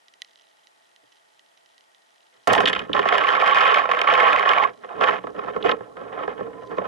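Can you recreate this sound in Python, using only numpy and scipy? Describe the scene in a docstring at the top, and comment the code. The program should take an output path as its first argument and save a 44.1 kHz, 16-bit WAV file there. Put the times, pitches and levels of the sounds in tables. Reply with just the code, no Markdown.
"""A speargun fired deep in the sea, heard through the housing of a camera fixed to the gun.
Shrimp snap over a faint hiss. The bands let go with hollow thumps and bright cracks, the shaft
clatters off the rail and the wishbone clinks at the muzzle. The line runs out in a long rattling rush,
squealing and clacking, then gives three short tugs. Dull rubs and knocks of handling and two faint whines
close the scene. The scrapes and rattles are streams of tiny contacts ringing the gun and housing."""
import sys
import numpy as np
from scipy import signal
from scipy.fft import rfft, irfft
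from scipy.io import wavfile
from scipy.ndimage import uniform_filter1d, minimum_filter1d

SR = 44100
rng = np.random.default_rng(int(sys.argv[2]) if len(sys.argv) > 2 else 0)


def bounce(signal):
    """Save signal as a 16-bit WAV file at the path given by the first command-line argument."""
    frames = np.transpose(np.atleast_2d(signal))
    limited = np.clip(frames, -1, 1)
    pcm = np.round(limited * 32767).astype(np.int16)
    wavfile.write(sys.argv[1], SR, pcm)


N = 302967
FIRE_S = 2.474   # the bands let go

# Weight is a contact's bass against its mids; hardness is its treble against its mids.
# blows of bands, shaft, line and hand: start_s, level_db, weight_db, hardness_db
KNOCKS = [(1.032, -62, 4, -15), (2.4727, -6, -13, -5.5), (2.48, -7.5, -9, -9), (2.489, -17, 2, -10),
          (2.536, 0, -23, 3.5), (2.55, -4, -32, 7), (2.579, -11.5, -15, 1.5), (2.604, -2.5, -33, -2.5),
          (2.762, -16.5, -12, -4), (2.894, -27, 5.5, -16), (2.916, -32, 6, -9), (2.949, -4.5, -35, -34),
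          (2.992, -4.5, -20.5, -6.5), (3.055, -2.5, -43, -18), (3.124, -4.5, -42, -20),
          (3.351, -2.5, -35, -6.5), (3.421, -2.5, -38, -20), (3.677, -3, -40, -17), (3.854, -9, -42.5, -23),
          (3.89, -9.5, -37, -24), (3.914, -11, -39, 1.5), (4.577, -3.5, -46, -16), (4.836, -30, -32, -10),
          (4.846, -22, -25, -10.5), (4.891, -31.5, -29, -1), (5.011, -1.5, -33, -50), (5.037, -6, -25, -6),
          (5.24, -20, -13.5, -24), (5.27, -16, -29, -17), (5.391, -25.5, -26, -4.5), (5.483, -19, -20, -18),
          (5.563, -11.5, -19, -20), (5.649, -3, -29.5, -64), (5.693, -3.5, -26, -4), (5.731, -28, -20, -8),
          (5.807, -26.5, -5, -18.5), (5.969, -32, -8, -3.5), (6.278, -13, -20, -18),
          (6.408, -24, -4.5, -22), (6.783, -14, -12.5, -13.5)]
# ticks of wishbone and line against the guides: start_s, level_db
GUIDE_TICKS = [(2.6588, -4.5), (2.677, -9), (2.696, -14), (2.7306, -10.5), (2.7505, -16.5), (2.792, -16.5),
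               (2.9657, -18.5), (2.9944, -13), (3.0882, -10.5), (3.181, -10.5), (3.288, -12), (3.4774, -9),
               (3.5464, -12.5), (3.5857, -5), (3.7432, -7.5), (3.917, -14), (3.9911, -12), (4.0152, -5),
               (4.1381, -11), (4.3944, -10.5), (4.4915, -8.5), (5.04, -11)]
# pull on the line as it runs out, slackening midway: time_s, force_db
LINE_PULL = [(2.935, -40), (2.95, -30), (3.04, -38), (3.11, -30.5), (3.135, -27.5), (3.42, -28),
             (3.62, -21), (3.799, -26), (3.875, -36), (3.925, -30.5), (4.05, -31.5), (4.099, -22.5),
             (4.34, -25.5), (4.389, -26.5), (4.652, -26), (4.711, -53), (4.8, -85)]
# tugs on the line: start_s, hold_s, force_db, weight_db, hardness_db
LINE_TUGS = [(5.012, .085, -27.5, -23.5, -12.5), (5.111, 0.0577, -33, -18, -13),
             (5.648, .066, -32, -12.5, -8)]


def from_db(db):
    return 10 ** (np.asarray(db) / 20)


def rms_one(x):
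    return x / np.sqrt(np.mean(x ** 2) + 1e-20)


def butter_filter(x, order, hz, kind="band"):
    return signal.sosfilt(signal.butter(order, hz, kind, fs=SR, output="sos"), x)


def at_hz(curve, hz):
    """Read a curve on a log-frequency axis."""
    curve_hz, values = np.transpose(curve)
    return np.interp(np.log(hz), np.log(curve_hz), values)


def level_of(s, db):
    """A dB curve as a gain at every sample, silent outside its span."""
    return from_db(np.interp(np.arange(N) / SR, s, db, left=-np.inf, right=-np.inf))


def wander(s, per_s):
    """A random drift between -2 and 2, read at the times s."""
    return np.interp(s * per_s, np.arange(4096), rng.uniform(-2, 2, 4096))


def clicks(s, sizes):
    """Impulses at the times s, each with a random phase."""
    out = np.zeros(N, complex)
    phases = np.exp(2j * np.pi * rng.random(len(s)))
    np.add.at(out, np.clip((s * SR).astype(int), 0, N - 1), sizes * phases)
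    return out


def ring(force, hz, width_hz, pan_db=0.0, lead_rad=0.0):
    """A unit-energy mode swells quickly and dies away, with its own level and phase on each side."""
    poles = np.exp((2j * np.pi * hz - np.pi * np.array([width_hz, 0.28 * hz])) / SR)
    feedback = np.poly(poles)
    energy = np.sum(np.abs(signal.lfilter([1], feedback, signal.unit_impulse(SR // 10))) ** 2) / 2
    motion = signal.lfilter([1 / np.sqrt(energy)], feedback, force + 1e-18)
    sides = np.array([[.5], [-.5]])
    return np.real(motion * from_db(pan_db * sides) * np.exp(1j * lead_rad * sides))


def stroke(start_s, hold_s, force_db, attack_s, slope_db_per_s, release_s, rise_db=10, fall_db=36):
    """A push rises, swells or sags while held, then falls away. Rows: time_s, force_db."""
    end_s, end_db = start_s + hold_s, force_db + slope_db_per_s * hold_s
    return np.array([(start_s - attack_s, force_db - rise_db), (start_s, force_db),
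                     (end_s, end_db), (end_s + release_s, end_db - fall_db)])


def pressed(push, weight_db, hardness_db, weighting=0.52, dulling=0.28):
    """Rubbing turns heavier and duller as a push eases. Rows: time_s, force_db, weight_db, hardness_db."""
    s, force_db = np.transpose(push)
    eased_db = force_db.max() - force_db
    return np.column_stack([s, force_db, weight_db + weighting * eased_db,
                            hardness_db - dulling * eased_db])


def slips(push, per_s, uneven_db, flutter_db, flutter_per_s, grit_db, bite_db):
    """Stick and slip breaks a push into small contacts at uneven gaps, with the same four columns."""
    when, *controls = np.transpose(push)
    jitter, size, grit = rng.uniform(-2, 2, (4000, 3)).T
    s = when[0] + (np.arange(len(jitter)) + 0.3973 * jitter) / per_s
    force_db, weight_db, hardness_db = [np.interp(s, when, control) for control in controls]
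    force_db += 10 * np.log10(SR / per_s) + uneven_db * size + flutter_db * wander(s, flutter_per_s)
    # the contact turns between a soft drag and a hard bite
    hardness_db += grit_db * grit + bite_db * wander(s, flutter_per_s)
    return np.column_stack([s, force_db, weight_db, hardness_db])[s < when[-1]]


def chatter(blows, gap_s, fall_db, count=3):
    """Each blow bounces a few times, weaker every time."""
    bounces = [np.array(blows, float)]
    for _ in range(1, count):
        step = np.outer(rng.uniform(.5, 1.5, len(blows)), [gap_s, -fall_db, 0, 0])
        bounces.append(bounces[-1] + step)
    return np.vstack(bounces)


def sea(hiss_db=-61.5, hum_db=-73):
    """A smooth bed of hiss, with the wash of the water sounding the housing's resonances."""
    # tone of the hiss: frequency_hz, level_db
    hiss_spectrum = [(30, -36), (100, -18), (340, -0.5), (600, 4), (1300, 2.5), (2500, -4), (5000, -10),
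                     (8000, -13), (11800, -15.5), (12600, -34)]
    # how alike left and right are: frequency_hz, correlation
    likeness = [(60, 0.67), (230, -0.54), (920, -0.83), (3580, -0.022), (14000, 0.95)]
    # housing resonances stirred by the water: pitch_hz, width_hz, level_db
    hum_modes = [(671, 53, -1), (858, 71, 0), (1884, 47, -1), (3200, 490, -3.5)]
    bins_hz = np.arange(N // 2 + 1) * SR / N + 1
    alike = np.clip(at_hz(likeness, bins_hz), -1, 1)
    mid, side = rfft(rng.standard_normal((2, N))) * from_db(at_hz(hiss_spectrum, bins_hz))
    hiss = irfft(np.sqrt(1 + alike) * mid + np.sqrt(1 - alike) * side * [[1], [-1]], N)
    hum = sum(from_db(db) * ring(rng.standard_normal(N), hz, width_hz, pan_db=-2.0, lead_rad=1.5)
              for hz, width_hz, db in hum_modes)
    return from_db(hiss_db) * rms_one(hiss) + from_db(hum_db) * hum


def shrimp(near_db=7.5, far_db=-53.5, spread_db=4.5, shoal_db=3.0, low_hz=900, count=1300):
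    """Near snaps and a clustered far crackle ring the housing; so small a source has no bass."""
    # the nearest shrimp: start_s, level_db
    near_snaps = [(0.083, -35.5), (0.1384, -35), (0.2192, -15.5), (0.247, -33.5), (0.3576, -38.5),
                  (0.6712, -36.5), (0.962, -38.5), (1.394, -35.5), (1.5748, -41), (1.6602, -41),
                  (1.7802, -38), (1.808, -39), (1.947, -39.5)]
    # the housing, rung from the open water: pitch_hz, width_hz, level_db
    housing_modes = [(1950, 93, -7.5), (3087, 420, -3.5), (3670, 700, -7.5), (4000, 160, -8),
                     (4970, 540, -10), (5940, 850, -11.5), (9550, 3500, -20)]
    near_s, snap_db = np.transpose(near_snaps)
    far_s = rng.uniform(0, N / SR, count)
    crackle_db = far_db + spread_db * rng.uniform(-2, 2, count) + shoal_db * wander(far_s, 8)
    s, level_db = np.r_[near_s, far_s], np.r_[snap_db + near_db, crackle_db]
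    colour_db = np.r_[np.full(len(near_s), 0.3), np.full(count, 4.0)]   # far snaps vary more in tone
    out = np.zeros((2, N))
    for hz, width_hz, db in housing_modes:
        sizes = from_db(level_db + db + colour_db * rng.uniform(-2, 2.2, len(s)))
        out += ring(clicks(s, sizes), hz, width_hz, pan_db=-5.0)
    return butter_filter(out, 2, low_hz, "high")


def knocks(gain_db=8.5, weight_db=5.0, hardness_db=-5.0):
    """Bands, shaft, line and hand strike the gun and bounce."""
    return chatter(KNOCKS, gap_s=0.002246, fall_db=5.0) + [0, gain_db, weight_db, hardness_db]


def gun_body(contacts, shift_db=2.5, shifts_per_s=110, neutral_weight_db=-20.5, neutral_hardness_db=-7):
    """Every contact rings all the gun's modes: heavy ones favour the bass, hard ones the treble."""
    # gun and camera housing: pitch_hz, width_hz, level_db, pan_db, left_lead_rad
    gun_modes = [(64, 40, -38.5, -6.5, -1), (92.0, 27.0, -38.5, -5.5, -4), (119.5, 9, -32.5, -8.5, 0),
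                 (185.7, 26, -24.5, -1, 1), (241, 34, -23.5, 4.5, -1.5), (296.5, 33, -19, -6.5, 2),
                 (415.6, 37, -5, -6, -2.5), (499.3, 42, -3.5, -0.5, -1.6), (592, 120, -9, -8, 0.6),
                 (695.7, 71, -5.5, -7.5, 1.05), (829, 70, -6.5, -12.5, -1), (1029.6, 39, -6, -14, 2.0),
                 (1095, 52, 2, -5.5, -2), (1312, 124, 2, -3.1, -1.5), (1620, 170, 0, -3, -2),
                 (1803, 180, -2.1, 0.5, -0.3), (2130, 135, -4.5, -4.5, 1.8), (2494, 112, -8.5, 1.8, 0),
                 (2916, 150, -8, -8, -1.8), (3144, 366, -7.5, -0.5, 0), (3674, 63, -18.5, -3.5, 0.84),
                 (4710, 4200, -20, -3, 1.61), (7100, 3204.0, -43.5, -17, -4),
                 (10200, 1784.0, -55, -14.5, 4.5)]
    # how strongly weight drives the modes: frequency_hz, share
    weight_reach = [(190, 0.98), (300, 0.91), (430, 0.51), (800, 0.074)]
    # how strongly hardness drives the modes: frequency_hz, share
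    hardness_reach = [(480, -0.11), (1100, 0.14), (1750, 0.63), (2400, 0.82), (3100, 1.085), (3600, 0.77),
                      (5000, 1.03), (10000, 1.9)]
    s, force_db, weight_db, hardness_db = contacts.T
    out = np.zeros((2, N))
    for hz, width_hz, mode_db, pan_db, lead_rad in gun_modes:
        bass_db = (weight_db - neutral_weight_db) * at_hz(weight_reach, hz)
        treble_db = (hardness_db - neutral_hardness_db) * at_hz(hardness_reach, hz)
        node_db = shift_db * wander(s, shifts_per_s)   # the contact shifts across the mode's nodes
        sizes = from_db(force_db + mode_db + bass_db + treble_db + node_db)
        out += ring(clicks(s, sizes), hz, width_hz, pan_db, lead_rad)
    return out


def shot(aim_s=2.328, wishbone_s=2.655):
    """The gun swings onto its aim, the shaft scrapes down the rail, and the wishbone rattles to rest."""
    aim = stroke(aim_s, .11, -73.5, attack_s=.01, slope_db_per_s=-115, release_s=.05)
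    shaft = stroke(FIRE_S, .17, -23.5, attack_s=.002, slope_db_per_s=-72, release_s=.025)
    wishbone = stroke(wishbone_s, .2, -35.5, attack_s=.003, slope_db_per_s=-79, release_s=.045)
    return np.vstack([
        slips(pressed(aim, weight_db=-4, hardness_db=-1), per_s=500,
              uneven_db=1.5, flutter_db=1.5, flutter_per_s=90, grit_db=2.5, bite_db=2.5),
        slips(pressed(shaft, weight_db=-8, hardness_db=-6.5), per_s=1000,
              uneven_db=1.0, flutter_db=2.5, flutter_per_s=140, grit_db=1.0, bite_db=-1.7),
        slips(pressed(wishbone, weight_db=-5, hardness_db=-2), per_s=700,
              uneven_db=2.0, flutter_db=2.5, flutter_per_s=110, grit_db=3.5, bite_db=2.5)])


def band_thumps(gain_db=18.5, width_hz=75):
    """Each slap of the bands sets off a short hollow pulse."""
    # the bands hit the water: start_s, level_db, pitch_hz
    slaps = [(2.473, -9, 634), (2.479, -6, 685), (2.488, -6.5, 710), (2.518, -16, 637), (2.532, -8, 762),
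             (2.558, -5, 856), (2.567, -13, 690), (2.606, -9, 746)]
    return sum(ring(clicks(np.array([s]), from_db(db + gain_db)), hz, width_hz, pan_db=-9.5)
               for s, db, hz in slaps)


def shot_cracks(gain_db=-6.5, t60_s=0.073, band_hz=(3500, 6500)):
    """Brief bright cracks of noise on the hardest blows of the shot."""
    # bright cracks: start_s, level_db
    cracks = [(2.4732, -13), (2.526, -25), (2.532, -13), (2.5515, -23), (2.605, -23), (2.6788, -24.5)]
    s, level_db = np.transpose(cracks)
    onsets = np.abs(clicks(s, from_db(level_db))) + 1e-18
    envelope = signal.lfilter([1], [1, -from_db(-60 / (t60_s * SR))], onsets)
    fizz = rng.standard_normal(N) + 0.94 * rng.standard_normal((2, N))
    return from_db(gain_db) * butter_filter(envelope * fizz, 1, band_hz)


def wash(force_db=-62, weight_db=-3, hardness_db=-19):
    """From the shot on, water keeps stirring softly round the moving gun."""
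    flow = [(s, force_db, weight_db, hardness_db) for s in (FIRE_S, N / SR)]
    return slips(flow, per_s=600, uneven_db=-1.5, flutter_db=3, flutter_per_s=25, grit_db=-2, bite_db=8)


def muzzle_clinks(gain_db=12.5):
    """Steel meets steel, bounces and rings briefly."""
    # metal hits at the muzzle: start_s, level_db
    hits = [(2.657, -5.5), (2.6733, -10), (2.6844, -12), (2.7346, -19), (2.9312, -12.5), (5.626, -24.5),
            (5.7144, -16)]
    # the muzzle's steel: pitch_hz, width_hz, level_db
    steel_modes = [(3046, 350, -4), (3320, 480, -3.5), (3720, 230, -10.5), (4220, 230, -19.5)]
    s, hit_db, _, _ = chatter([(s, db, 0, 0) for s, db in hits], gap_s=0.0016, fall_db=1.5).T
    return sum(ring(clicks(s, from_db(gain_db + hit_db + db)), hz, width_hz, pan_db=-4.0)
               for hz, width_hz, db in steel_modes)


def guide_ticks(gain_db=-5.0, weight_db=-18.0, hardness_db=9.0):
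    """Wishbone and line tap the guides with hard, quick bounces."""
    taps = [(s, db + gain_db, weight_db, hardness_db) for s, db in GUIDE_TICKS]
    return chatter(taps, gap_s=.0011, fall_db=3.0, count=4)


def running_line(weight_db=-31.0, hardness_db=-5.5, dulling_db_per_s=3.5, recoil_db=21, settle_s=0.19):
    """The line rattles through its guides, heavy until the recoil settles, and slowly dulls."""
    since_s = np.array(LINE_PULL)[:, 0] - LINE_PULL[0][0]
    run = pressed(LINE_PULL, weight_db + recoil_db * np.exp(-since_s / settle_s),
                  hardness_db - dulling_db_per_s * since_s)
    return slips(run, per_s=480, uneven_db=.04, flutter_db=2.5, flutter_per_s=105, grit_db=.1, bite_db=.5)


def sticking(contacts, stick_s=0.01, dip_db=3):
    """The line sticks and grows quieter just before each knock or tick."""
    ahead_s = np.array([row[0] for row in KNOCKS + GUIDE_TICKS]) - contacts[:, :1]
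    stuck = ((ahead_s > 0) & (ahead_s < stick_s)).any(axis=1)
    return contacts - np.outer(stuck, [0, dip_db, 0, 0])


def line_force():
    """The pull of the long run and of the tugs, as a gain at every sample."""
    tugs = sum(level_of(tug[:, 0], tug[:, 1]) for tug in tug_strokes())
    return level_of(*np.transpose(LINE_PULL)) + tugs


def line_squeals(gain_db=10.0, uneven_db=2.0, pitch_hz=1110, spread=0.0085, length_s=0.026,
                 pan_db=-10.5, lead_rad=-1.65, count=62):
    """The line's friction locks briefly onto the strongest mode, as loud as the pull is hard."""
    out, sides = np.zeros((2, N)), np.array([[.5], [-.5]])
    swell, pull = np.hanning(int(length_s * SR)), line_force()
    moments, gap_s = np.linspace(LINE_PULL[0][0], LINE_TUGS[-1][0], count, retstep=True)
    for s, (shift, size, detune, phase) in zip(moments, rng.uniform(-2, 2, (count, 4))):
        turns = pitch_hz * (1 + spread * detune) * np.arange(len(swell)) / SR + phase
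        tone = np.sin(2 * np.pi * turns + lead_rad * sides)
        start = int((s + .2 * shift * gap_s) * SR)
        span = slice(start, start + len(swell))
        out[:, span] += from_db(gain_db + uneven_db * size + pan_db * sides) * pull[span] * swell * tone
    return out


def line_clacks(gain_db=23.5, uneven_db=2.5, pitch_hz=2200, width_hz=1200, count=70):
    """The moving line slaps the barrel at uneven moments with short dry clacks."""
    moments, gap_s = np.linspace(LINE_PULL[0][0], LINE_TUGS[-1][0], count, retstep=True)
    slaps = [(s + .25 * shift * gap_s, gain_db + uneven_db * size, 0, 0)
             for s, (shift, size) in zip(moments, rng.uniform(-2, 2, (count, 2)))]
    s, slap_db, _, _ = chatter(slaps, gap_s=0.00161, fall_db=2.0).T
    force = clicks(s, from_db(slap_db)) * line_force()
    return ring(force, pitch_hz, width_hz, pan_db=-3.0, lead_rad=-0.35)


def rub_strokes():
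    """Each shift of the hand swells and fades softly."""
    # the hand shifts on the stock: start_s, hold_s, force_db, weight_db
    rubs = [(4.889, .05, -43, -27), (4.963, .035, -44, -4), (5.276, .015, -49.5, -4.5),
            (5.369, .18, -44.5, -8.5), (5.572, .025, -43, -4.5), (5.645, .075, -40, -4),
            (5.757, .1, -54.5, -8.5), (5.978, .16, -46, -9.5), (6.155, .08, -39, -16.5),
            (6.292, .04, -39, -11.5), (6.386, .07, -47, 0.5), (6.488, .2, -56, 1), (6.712, .06, -44.5, -7),
            (6.795, .075, -41, -11)]
    return [pressed(stroke(s, hold_s, db, attack_s=.025, slope_db_per_s=6, release_s=.08),
                    weight_db, hardness_db=-20.5) for s, hold_s, db, weight_db in rubs]


def grip(gain_db=-3.0):
    """The heavy part of the rubs and tugs drums on the stock."""
    # the stock as the hand holds it: pitch_hz, width_hz, level_db
    stock_modes = [(124.1, 2.6, -14), (310.7, 6.1, -4.5), (454, 26, 9)]
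    heft = sum(level_of(push[:, 0], push[:, 1] + push[:, 2]) for push in tug_strokes() + rub_strokes())
    return sum(from_db(gain_db + db) * ring(heft * rng.standard_normal(N), hz, width_hz, pan_db=-11.0)
               for hz, width_hz, db in stock_modes)


def tug_strokes():
    """Each tug snatches the line tight, holds and lets go."""
    return [pressed(stroke(s, hold_s, db, attack_s=.008, slope_db_per_s=-2, release_s=.055),
                    weight_db, hardness_db) for s, hold_s, db, weight_db, hardness_db in LINE_TUGS]


def tug_sizzle(gain_db=-19.5, band_hz=(4200, 7000), flutter_db=6.0, flutter_per_s=200):
    """Fine friction of the line follows the force and hardness of each tug."""
    level = sum(level_of(tug[:, 0], tug[:, 1] + tug[:, 3]) for tug in tug_strokes())
    grain = rng.standard_normal(N) + .7 * rng.standard_normal((2, N))
    flutter = from_db(flutter_db * wander(np.arange(N) / SR, flutter_per_s))
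    return from_db(gain_db) * level * rms_one(butter_filter(grain * flutter, 2, band_hz))


def line_whines(waver_hz=14, waver_per_s=40):
    """Thin wavering tones swell and fade as the line comes taut."""
    # tones of the taut line: start_s, length_s, pitch_hz, level_db
    whines = [(6.46, 0.34, 1022, -45.5), (6.62, .18, 4540, -70.5)]
    t, out = np.arange(N) / SR, np.zeros(N)
    for start_s, length_s, hz, db in whines:
        swell = np.sin(np.pi * np.clip((t - start_s) / length_s, 0, 1))
        turns = np.cumsum(hz + waver_hz * wander(t, waver_per_s)) / SR
        out += from_db(db) * swell * np.sin(2 * np.pi * turns)
    return out


def scene():
    """Over the ambience, all scrapes and knocks ring one gun body; the other layers sit on top."""
    ambience = sea() + shrimp()
    rubs = [slips(rub, per_s=700, uneven_db=1, flutter_db=3, flutter_per_s=77, grit_db=2.5, bite_db=4)
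            for rub in rub_strokes()]
    tugs = [slips(tug, per_s=500, uneven_db=1, flutter_db=3.5, flutter_per_s=100, grit_db=-.9, bite_db=0)
            for tug in tug_strokes()]
    contacts = np.vstack([knocks(), shot(), wash(), guide_ticks(), sticking(running_line()), *rubs, *tugs])
    return (ambience + gun_body(contacts) + band_thumps() + shot_cracks() + muzzle_clinks()
            + line_squeals() + line_clacks() + grip() + tug_sizzle() + line_whines())


def record(dry, ceiling=0.62, release_db_per_s=300, band_hz=(24, 12000), cutoff_hz=13800):
    """A fast limiter holds the peaks down; the deep bass and the top fall away."""
    release_db = release_db_per_s * np.arange(N) / SR
    over_db = 20 * np.log10(np.maximum(np.abs(dry).max(axis=0) / ceiling, 1))
    held_db = np.maximum.accumulate(over_db + release_db) - release_db
    gain = uniform_filter1d(minimum_filter1d(from_db(-held_db), size=45), size=45)
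    coloured = butter_filter(dry * gain, 2, band_hz)
    return signal.sosfilt(signal.ellip(10, .1, 80, cutoff_hz, fs=SR, output="sos"), coloured)


dry = scene()
out = record(dry)
bounce(out)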